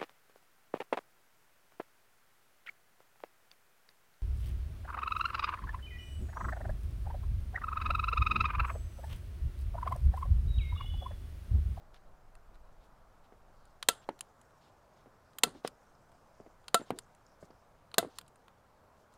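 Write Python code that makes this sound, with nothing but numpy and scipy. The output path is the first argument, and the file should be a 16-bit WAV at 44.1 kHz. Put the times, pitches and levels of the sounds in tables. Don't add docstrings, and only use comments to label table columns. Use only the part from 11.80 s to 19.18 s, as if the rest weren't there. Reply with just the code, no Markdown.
import sys
import numpy as np
from scipy import signal
from scipy.io import wavfile
from scipy.ndimage import uniform_filter1d

SR = 44100
rng = np.random.default_rng(int(sys.argv[2]) if len(sys.argv) > 2 else 0)


def bounce(signal):
    frames = np.transpose(np.atleast_2d(signal))
    limited = np.clip(frames, -1, 1)
    pcm = np.round(limited * 32767).astype(np.int16)
    wavfile.write(sys.argv[1], SR, pcm)


def rack_gain(trim_db):
    fader = np.asarray(trim_db, float)
    return 10 ** (fader / 20)


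N = 325335

# start_s, board_db, board_pitch (factor), steel_db, top_db (re steel)
HANDLE = [
    (2.2886, -19, 1.28, -43, -30),
    (3.8472, -18.5, 1.04, -41, -21),
    (5.104, -18, 1.08, -37.5, -11),
]


def evened(x):
    return x / np.sqrt(np.mean(x ** 2) + 1e-20)


def peaked(x):
    return x / (abs(x).max() + 1e-20)


def read(points, hz):
    f, value = np.transpose(points)
    return np.interp(np.log(hz + 1), np.log(f + 1), value)


def follow(points):
    s, db = np.transpose(points)
    return rack_gain(np.interp(np.arange(N) / SR, s, db))


def add(mix, s, sound):
    part = mix[round(s * SR):][:len(sound)]
    part += sound[:len(part)]


def resonate(x, hz, width):
    pole = np.exp((2j * np.pi * hz - np.pi * width) / SR)
    return 2 * signal.lfilter([1 - abs(pole)], [1, -pole], x + 0j).real


def ring(modes, t, pitch, damping):
    out = 0
    for hz, db, t60 in modes:
        out = out + rack_gain(db - 60 * t * damping / t60) * np.sin(2 * np.pi * hz * pitch * t)
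    return out


def hiss(colour, patchy_db, flicker_db=0.):
    frames, hz = N // 128 + 5, np.fft.rfftfreq(512, 1 / SR)
    a, b, patches = rng.standard_normal((frames, 257, 3)).T
    patches = uniform_filter1d(patches, size=6, axis=0)
    patches = evened(uniform_filter1d(patches, size=24, axis=1))
    flicker = evened(uniform_filter1d(rng.standard_normal(frames), size=3))
    level_db = read(colour, hz)[:, None]
    z = (a + 1j * b) * rack_gain(level_db + patchy_db * patches + flicker_db * flicker)
    return evened(signal.istft(z, nperseg=512, noverlap=384)[1][:N])


def bursts(rows, grain_db, taper):
    out = np.zeros(N)
    for s, length_s, db, hz, width in rows:
        noise, grain = rng.standard_normal((2, 12000))[:, :int(length_s * SR)]
        noise = noise * rack_gain(grain_db * evened(uniform_filter1d(grain, size=60)))
        tone = evened(resonate(resonate(noise, hz, width), hz, width))
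        add(out, s, rack_gain(db) * tone * signal.windows.tukey(len(noise), taper))
    return out


def wash():
    # pitch_hz, density_db (per Hz)
    colour = [(30, -7), (55, 0), (85, 2), (180, -4), (330, -8.5), (620, -2), (950, -4.5), (1400, -8),
              (1900, -17.5), (2800, -24), (5000, -27.5), (9000, -32), (15300, -34), (16400, -47.5)]
    return rack_gain(-64) * hiss(colour, patchy_db=1.0)


def wind():
    # time_s, buffet_db
    gusts = [(0.0, -58), (0.04, -52.5), (0.24, -59.5), (0.29, -50), (0.39, -61), (0.68, -50.5), (1.42, -60),
             (1.6, -58), (1.68, -59), (1.72, -58.5), (2.77, -77), (4.5, -65), (7.21, -79.5), (7.38, -81)]
    low = signal.sosfilt(signal.butter(2, 24, fs=SR, output="sos"), rng.standard_normal(N))
    low = signal.sosfilt(signal.butter(1, 7, "high", fs=SR, output="sos"), low)
    return rack_gain(-1.5) * follow(gusts) * evened(low)


def leaves():
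    # pitch_hz, density_db (per Hz)
    colour = [(4000, -20.5), (4800, -4), (5500, -4), (7000, -5), (9000, -10.5), (12000, -28.5)]
    # time_s, level_db
    stir = [(0, -88), (1.2, -91.5), (2.6, -82), (3.3, -86.5), (4.1, -82), (5.4, -84.5), (5.9, -91),
            (7.377, -88.5)]
    return follow(stir) * hiss(colour, patchy_db=3.0, flicker_db=2.5)


def trees(x):
    # pitch_hz, t60_s
    decay = [(200, 0.17), (800, 0.4), (3000, 0.22), (8000, 0.3), (15000, 0.11)]
    taps = np.zeros(SR // 2)
    at = np.arange(400, len(taps) - 20, 20)
    taps[at + rng.integers(0, 20, len(at))] = rng.choice([-1., 1.], len(at))
    hz, t, z = signal.stft(taps, SR, nperseg=256)
    z = z * rack_gain(-60 * t / read(decay, hz)[:, None])
    tail = signal.istft(z, SR, nperseg=256)[1]
    return signal.fftconvolve(x, tail / np.linalg.norm(tail))[:N]


def twig_ticks():
    # start_s, level_db, pitch_hz
    ticks = [(4.15, -72, 5200), (4.175, -85, 4970), (4.401, -79, 5500), (5.464, -67, 5200),
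             (5.464, -66, 6900), (5.495, -76, 5200), (5.516, -71, 5600), (5.54, -73, 5140),
             (5.705, -65.5, 5070)]
    return bursts([(s, 0.006, db, hz, 740) for s, db, hz in ticks], grain_db=3.5, taper=0.8)


def rubbing():
    # start_s, length_s, level_db, centre_hz
    brushes = [(.13, 0.058, -65.5, 3100), (.74, 0.013, -69, 3530), (.99, .09, -72.5, 3250),
               (1.03, .05, -78, 8000), (1.43, 0.043, -72, 2860), (2.21, 0.046, -65.5, 2980),
               (2.79, .13, -69.5, 3200), (3.15, .082, -73, 3580), (3.72, .1, -66.5, 3650),
               (3.835, 0.059, -50, 3200), (5.05, 0.069, -63.5, 3490), (5.15, 0.045, -66.5, 4020),
               (5.59, .087, -68, 5900), (6.28, 0.091, -67.5, 3930), (6.35, 0.037, -62, 4360),
               (7.15, 0.11, -76, 5030), (7.31, 0.068, -73, 5000)]
    # start_s, length_s, level_db, centre_hz
    flutters = [(1.7, .26, -80, 4430), (3.44, 0.082, -80, 4700), (4.5, 0.15, -79, 5180),
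                (5.21, .046, -72, 6440), (5.42, 0.17, -78, 5500), (5.68, 0.18, -80, 5330)]
    # start_s, length_s, level_db, centre_hz
    chatter = [(2.1, 0.027, -53.5, 450), (3.642, 0.043, -45, 198), (3.685, 0.14, -58, 244),
               (4.598, 0.019, -50, 159), (5.104, 0.0248, -40.5, 120), (5.108, 0.0384, -41, 202),
               (5.626, 0.026, -51.5, 109), (6.19, 0.094, -53.5, 90.3), (5.135, 0.07, -51, 344),
               (6.255, 0.041, -48.5, 300)]
    kinds = (brushes, 1), (flutters, .25), (chatter, 0.68)
    rubs = [(*row, spread * row[-1]) for rows, spread in kinds for row in rows]
    return rack_gain(-4.5) * bursts(rubs, grain_db=2.0, taper=0.57)


def loose_parts():
    # start_s, length_s, level_db, pitch_hz
    singing = [(2.144, .08, -69, 7500), (2.199, .068, -73, 3320), (2.099, .025, -56, 4750),
               (3.641, .02, -47.5, 3244), (4.955, .025, -62, 4700), (5.01, .04, -65, 7370),
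               (6.144, .03, -78, 4300)]
    return rack_gain(-5) * bursts([(*row, 130) for row in singing], grain_db=1.04, taper=0.4)


def blows():
    # start_s, level_db, pitch (factor of the spot struck), thud_db (re blow)
    knocks = [(1.522, -43, 1.07, -11.5), (2.026, -47, 1.2, -26), (3.258, -45, 0.88, -12),
              (3.669, -39, 0.6, -3), (3.749, -41, 1.2, -8), (4.6, -38, 0.92, -25), (4.61, -55, 1.01, -5.5),
              (4.662, -41.5, 0.95, -12), (4.994, -42.5, 0.76, 2.5), (5.007, -51, 1, -21),
              (5.014, -34.5, 0.81, -8), (5.626, -38.5, 0.9, -10), (5.703, -45, 0.7, -10),
              (6.1405, -41, 1.01, -30), (6.227, -25, 1.08, -15), (6.247, -29, 0.92, -27),
              (6.267, -55.5, 0.57, -6)]
    # start_s, level_db, thud_db (re blow), damping (factor), rebound_s (wait)
    drives = [
        (2.086, -18.5, -26, .83, 0.0037),
        (3.635, -20, -19.5, .87, 0.0041),
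        (4.944, -12, -24.5, 1.95, .0015),
        (6.18, -13.5, -18.5, .96, 0.005),
    ]
    rows = [(*row, 1.3) for row in knocks]
    rows += [(s, db, pitch, -19.5, 2.1) for s, db, pitch, _, _ in HANDLE]
    for s, db, thud_db, damping, rebound_s in drives:
        rows.append((s, db, 1.05, thud_db, damping))
        rows.append((s + rebound_s, db - 7, 1.05, -31.5, 1.13))
    return rows


def board():
    # pitch_hz, level_db, t60_s
    panel = [(347, -18, 0.0083), (450, 1.5, 0.055), (530, 4, 0.025), (677, 4.5, 0.037), (740, -9.5, 0.0073),
             (1000, -13.5, 0.035), (1440, -20, 0.007), (2154, -17.5, .018), (3200, -23.5, 0.021)]
    # pitch_hz, width_hz, level_db
    thud = [(136, 84, -8.5), (232, 150, 8), (420, 160, -10)]
    out, t = np.zeros(N), np.arange(7000) / SR
    push = np.hanning(16)
    for s, db, pitch, thud_db, damping in blows():
        jolts = rng.standard_normal(len(t)) * rack_gain(-60 * t / .11)
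        shudder = sum(rack_gain(m_db) * peaked(resonate(jolts, hz * pitch, w)) for hz, w, m_db in thud)
        blow = peaked(ring(panel, t, pitch, max(damping, .3)))
        blow = blow + rack_gain(thud_db + 4) * peaked(shudder)
        add(out, s + .001, rack_gain(db) * np.convolve(blow, push / push.sum()))
    return signal.sosfilt(signal.butter(3, 190, "high", fs=SR, output="sos"), out)


def spring():
    # start_s, partial_1_db, partial_2_db, partial_3_db, stop_s (wait for the handle)
    rings = [
        (2.089, -41, -30, -50, .033),
        (3.638, -41.5, -34.5, -45, 0.035),
        (4.946, -21, -18, -44, 0.037),
        (6.183, -18.5, -33, -38, 0.027),
    ]
    # pitch_hz, t60_s
    partials = [(680, .07), (1343, .14), (2015, .1), (2650, .12)]
    out, t = np.zeros(N), np.arange(5000) / SR
    for s, *partial_db, stop_s in rings:
        levels_db = [*partial_db, -44]
        modes = [(hz, db, t60) for (hz, t60), db in zip(partials, levels_db)]
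        swell = 1 - np.exp(-t / .003)
        stop = .07 + .93 / (1 + np.exp((t - stop_s) / .004))
        add(out, s, ring(modes, t, pitch=1, damping=1.0) * swell * stop)
    return out


def steel(rows, rise_s, t60, blow_db, near_db, far_db):
    # pitch_hz, width_hz, level_db
    parts = [
        [(1020, 370, -2.5), (1435, 410, -4), (1923, 340, -4.5)],
        [(2670, 300, -10), (3200, 760, 5), (3950, 240, -0.5), (4700, 610, -9)],
        [(7080, 570, -6), (7590, 170, -5), (9020, 1800, 6), (10030, 960, -7.5)],
        [(12960, 2700, -1.5), (13200, 930, -13), (15400, 1200, -2.5)],
    ]
    # low_edge_hz, high_edge_hz, near_t60_s, far_t60_s
    returns = [
        (900, 1700, .05, 0.38),
        (2600, 6400, 0.039, 0.23),
        (5500, 9900, 0.028, .2),
        (11000, 14000, 0.034, .09),
    ]
    out, t = np.zeros(N), np.arange(10000) / SR
    bands = [signal.butter(2, (lo, hi), "band", fs=SR, output="sos") for lo, hi, _, _ in returns]
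    rise = np.minimum(t / rise_s, 1) ** 2.5
    late = np.maximum(t - rise_s, 0)
    for s, db, low_db, high_db, top_db, struck_hz in rows:
        contacts, size, *scatter = rng.standard_normal((6, len(t)))
        swarm = contacts * rack_gain(1.7 * size) * rise * rack_gain(-60 * late / t60)
        swarm[int(rise_s * SR)] = -rack_gain(blow_db)
        rattle = rack_gain(1.6 * evened(uniform_filter1d(size, size=150)))
        for k, part_db in enumerate((low_db, 0, high_db, top_db)):
            modes = parts[k] + [(struck_hz, 600, 8)] * (k == 1)
            body = sum(rack_gain(m_db) * peaked(resonate(swarm, hz, w)) for hz, w, m_db in modes)
            body = signal.sosfilt(bands[k], body + 1.2 * peaked(swarm))
            echo = sum(rack_gain(m_db) * resonate(scatter[k], hz, 1.2 * w) for hz, w, m_db in modes)
            tail = evened(signal.sosfilt(bands[k], scatter[k] + rack_gain(3) * echo))
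            near_s, far_s = returns[k][2:]
            decay = rack_gain(near_db - 60 * late / near_s) + rack_gain(far_db - 60 * late / far_s)
            tail = tail * rise * rattle * decay
            add(out, s + .0009 - rise_s, rack_gain(db + part_db) * (peaked(body) + tail))
    return out


def clicks():
    # start_s, level_db, high_db and top_db (re click), struck_hz
    latches = [(2.0263, -26, -9, -23.5, 3110), (2.3902, -51, -2, -10, 4040), (2.4074, -34, 3.5, -13, 2900),
               (3.5847, -33, -3, -3.5, 3220), (3.8747, -31.5, -2, -13, 4700), (4.881, -32, -6, -21.5, 4200),
               (5.187, -32.5, 0.5, -14.5, 4730), (6.1415, -30.5, -7.5, -19.5, 4130),
               (6.3849, -31.5, -1.5, -11, 4400), (6.412, -47, -5, -12.5, 2900)]
    # start_s, level_db, brightness_db, struck_hz
    snaps = [(0.1428, -52.5, -10, 3200), (0.163, -59, -16, 3240), (.552, -56, 0.5, 2700),
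             (.7546, -61, -6, 3180), (1.4444, -66, -16, 2900), (1.853, -64, 4.5, 3370),
             (2.6135, -60.5, 6.5, 3070), (2.7063, -67, -4, 3080), (3.5327, -58, -14, 4420),
             (4.3171, -62, -2.5, 2594), (4.8417, -60, -9, 3560), (5.0067, -53, -12, 3610),
             (5.3482, -62.5, 5, 3040), (5.466, -74, -3, 5210), (5.5174, -82, -3.5, 5110),
             (5.6254, -69, -7, 2610), (5.7077, -75, -14, 5080), (6.1147, -50, -13, 4040),
             (6.463, -62, -12, 4010), (6.4792, -57, 3, 4620), (6.557, -62.5, 4.5, 2710),
             (6.6808, -51, -11, 2617), (7.338, -62.5, 1, 4074)]
    rows = [(s, db, -8, high_db, top_db, hz) for s, db, high_db, top_db, hz in latches]
    rows += [(s + .0004, db, 7.5, -6.5, top_db, 3100) for s, _, _, db, top_db in HANDLE]
    for s, db, bright_db, hz in snaps:
        low_db = -0.5 - 10 * np.log2(hz / 3000)
        top_db = -16 + 0.7 * bright_db
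        rows.append((s, db, low_db, bright_db, top_db, hz))
    return steel(rows, .0012, t60=0.015, blow_db=9.0, near_db=-24, far_db=-44.0)


def slams():
    # start_s, crack_db, low_db and top_db (re crack), struck_hz
    slam_rows = [
        (2.0866, -8.5, -6, -11, 3326),
        (3.6345, -10.5, -5.5, -10.5, 4200),
        (4.9439, -10.5, -4.5, -13.5, 3720),
        (6.182, -11, -7, -6, 3700),
    ]
    rows = [(s, db, low_db, -0.37, top_db, hz) for s, db, low_db, top_db, hz in slam_rows]
    metal = steel(rows, .0024, t60=0.015, blow_db=15, near_db=-17.5, far_db=-39.5)
    return metal - 0.55 * resonate(metal, 2450, 400)


def scene():
    metal = slams() + clicks()
    cancelled = .75 * resonate(metal, 5650, 980)
    metal = metal - cancelled + .5 * resonate(metal, 14000, 5100)
    wood = board()
    near = metal + spring() + wood + rack_gain(-27.0) * trees(wood)
    small = rubbing() + loose_parts() + twig_ticks()
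    return (near + small + wash() + wind() + leaves())[None]


def top_cut(x):
    return signal.sosfilt(signal.butter(12, 16880, fs=SR, output="sos"), x)


def record(dry):
    overloaded = 0.79 * np.tanh(dry / 0.83)
    limited = signal.oaconvolve(overloaded, signal.firwin(101, 16500, fs=SR)[None], "same")
    return top_cut(limited)


dry = scene()
out = record(dry)
bounce(out)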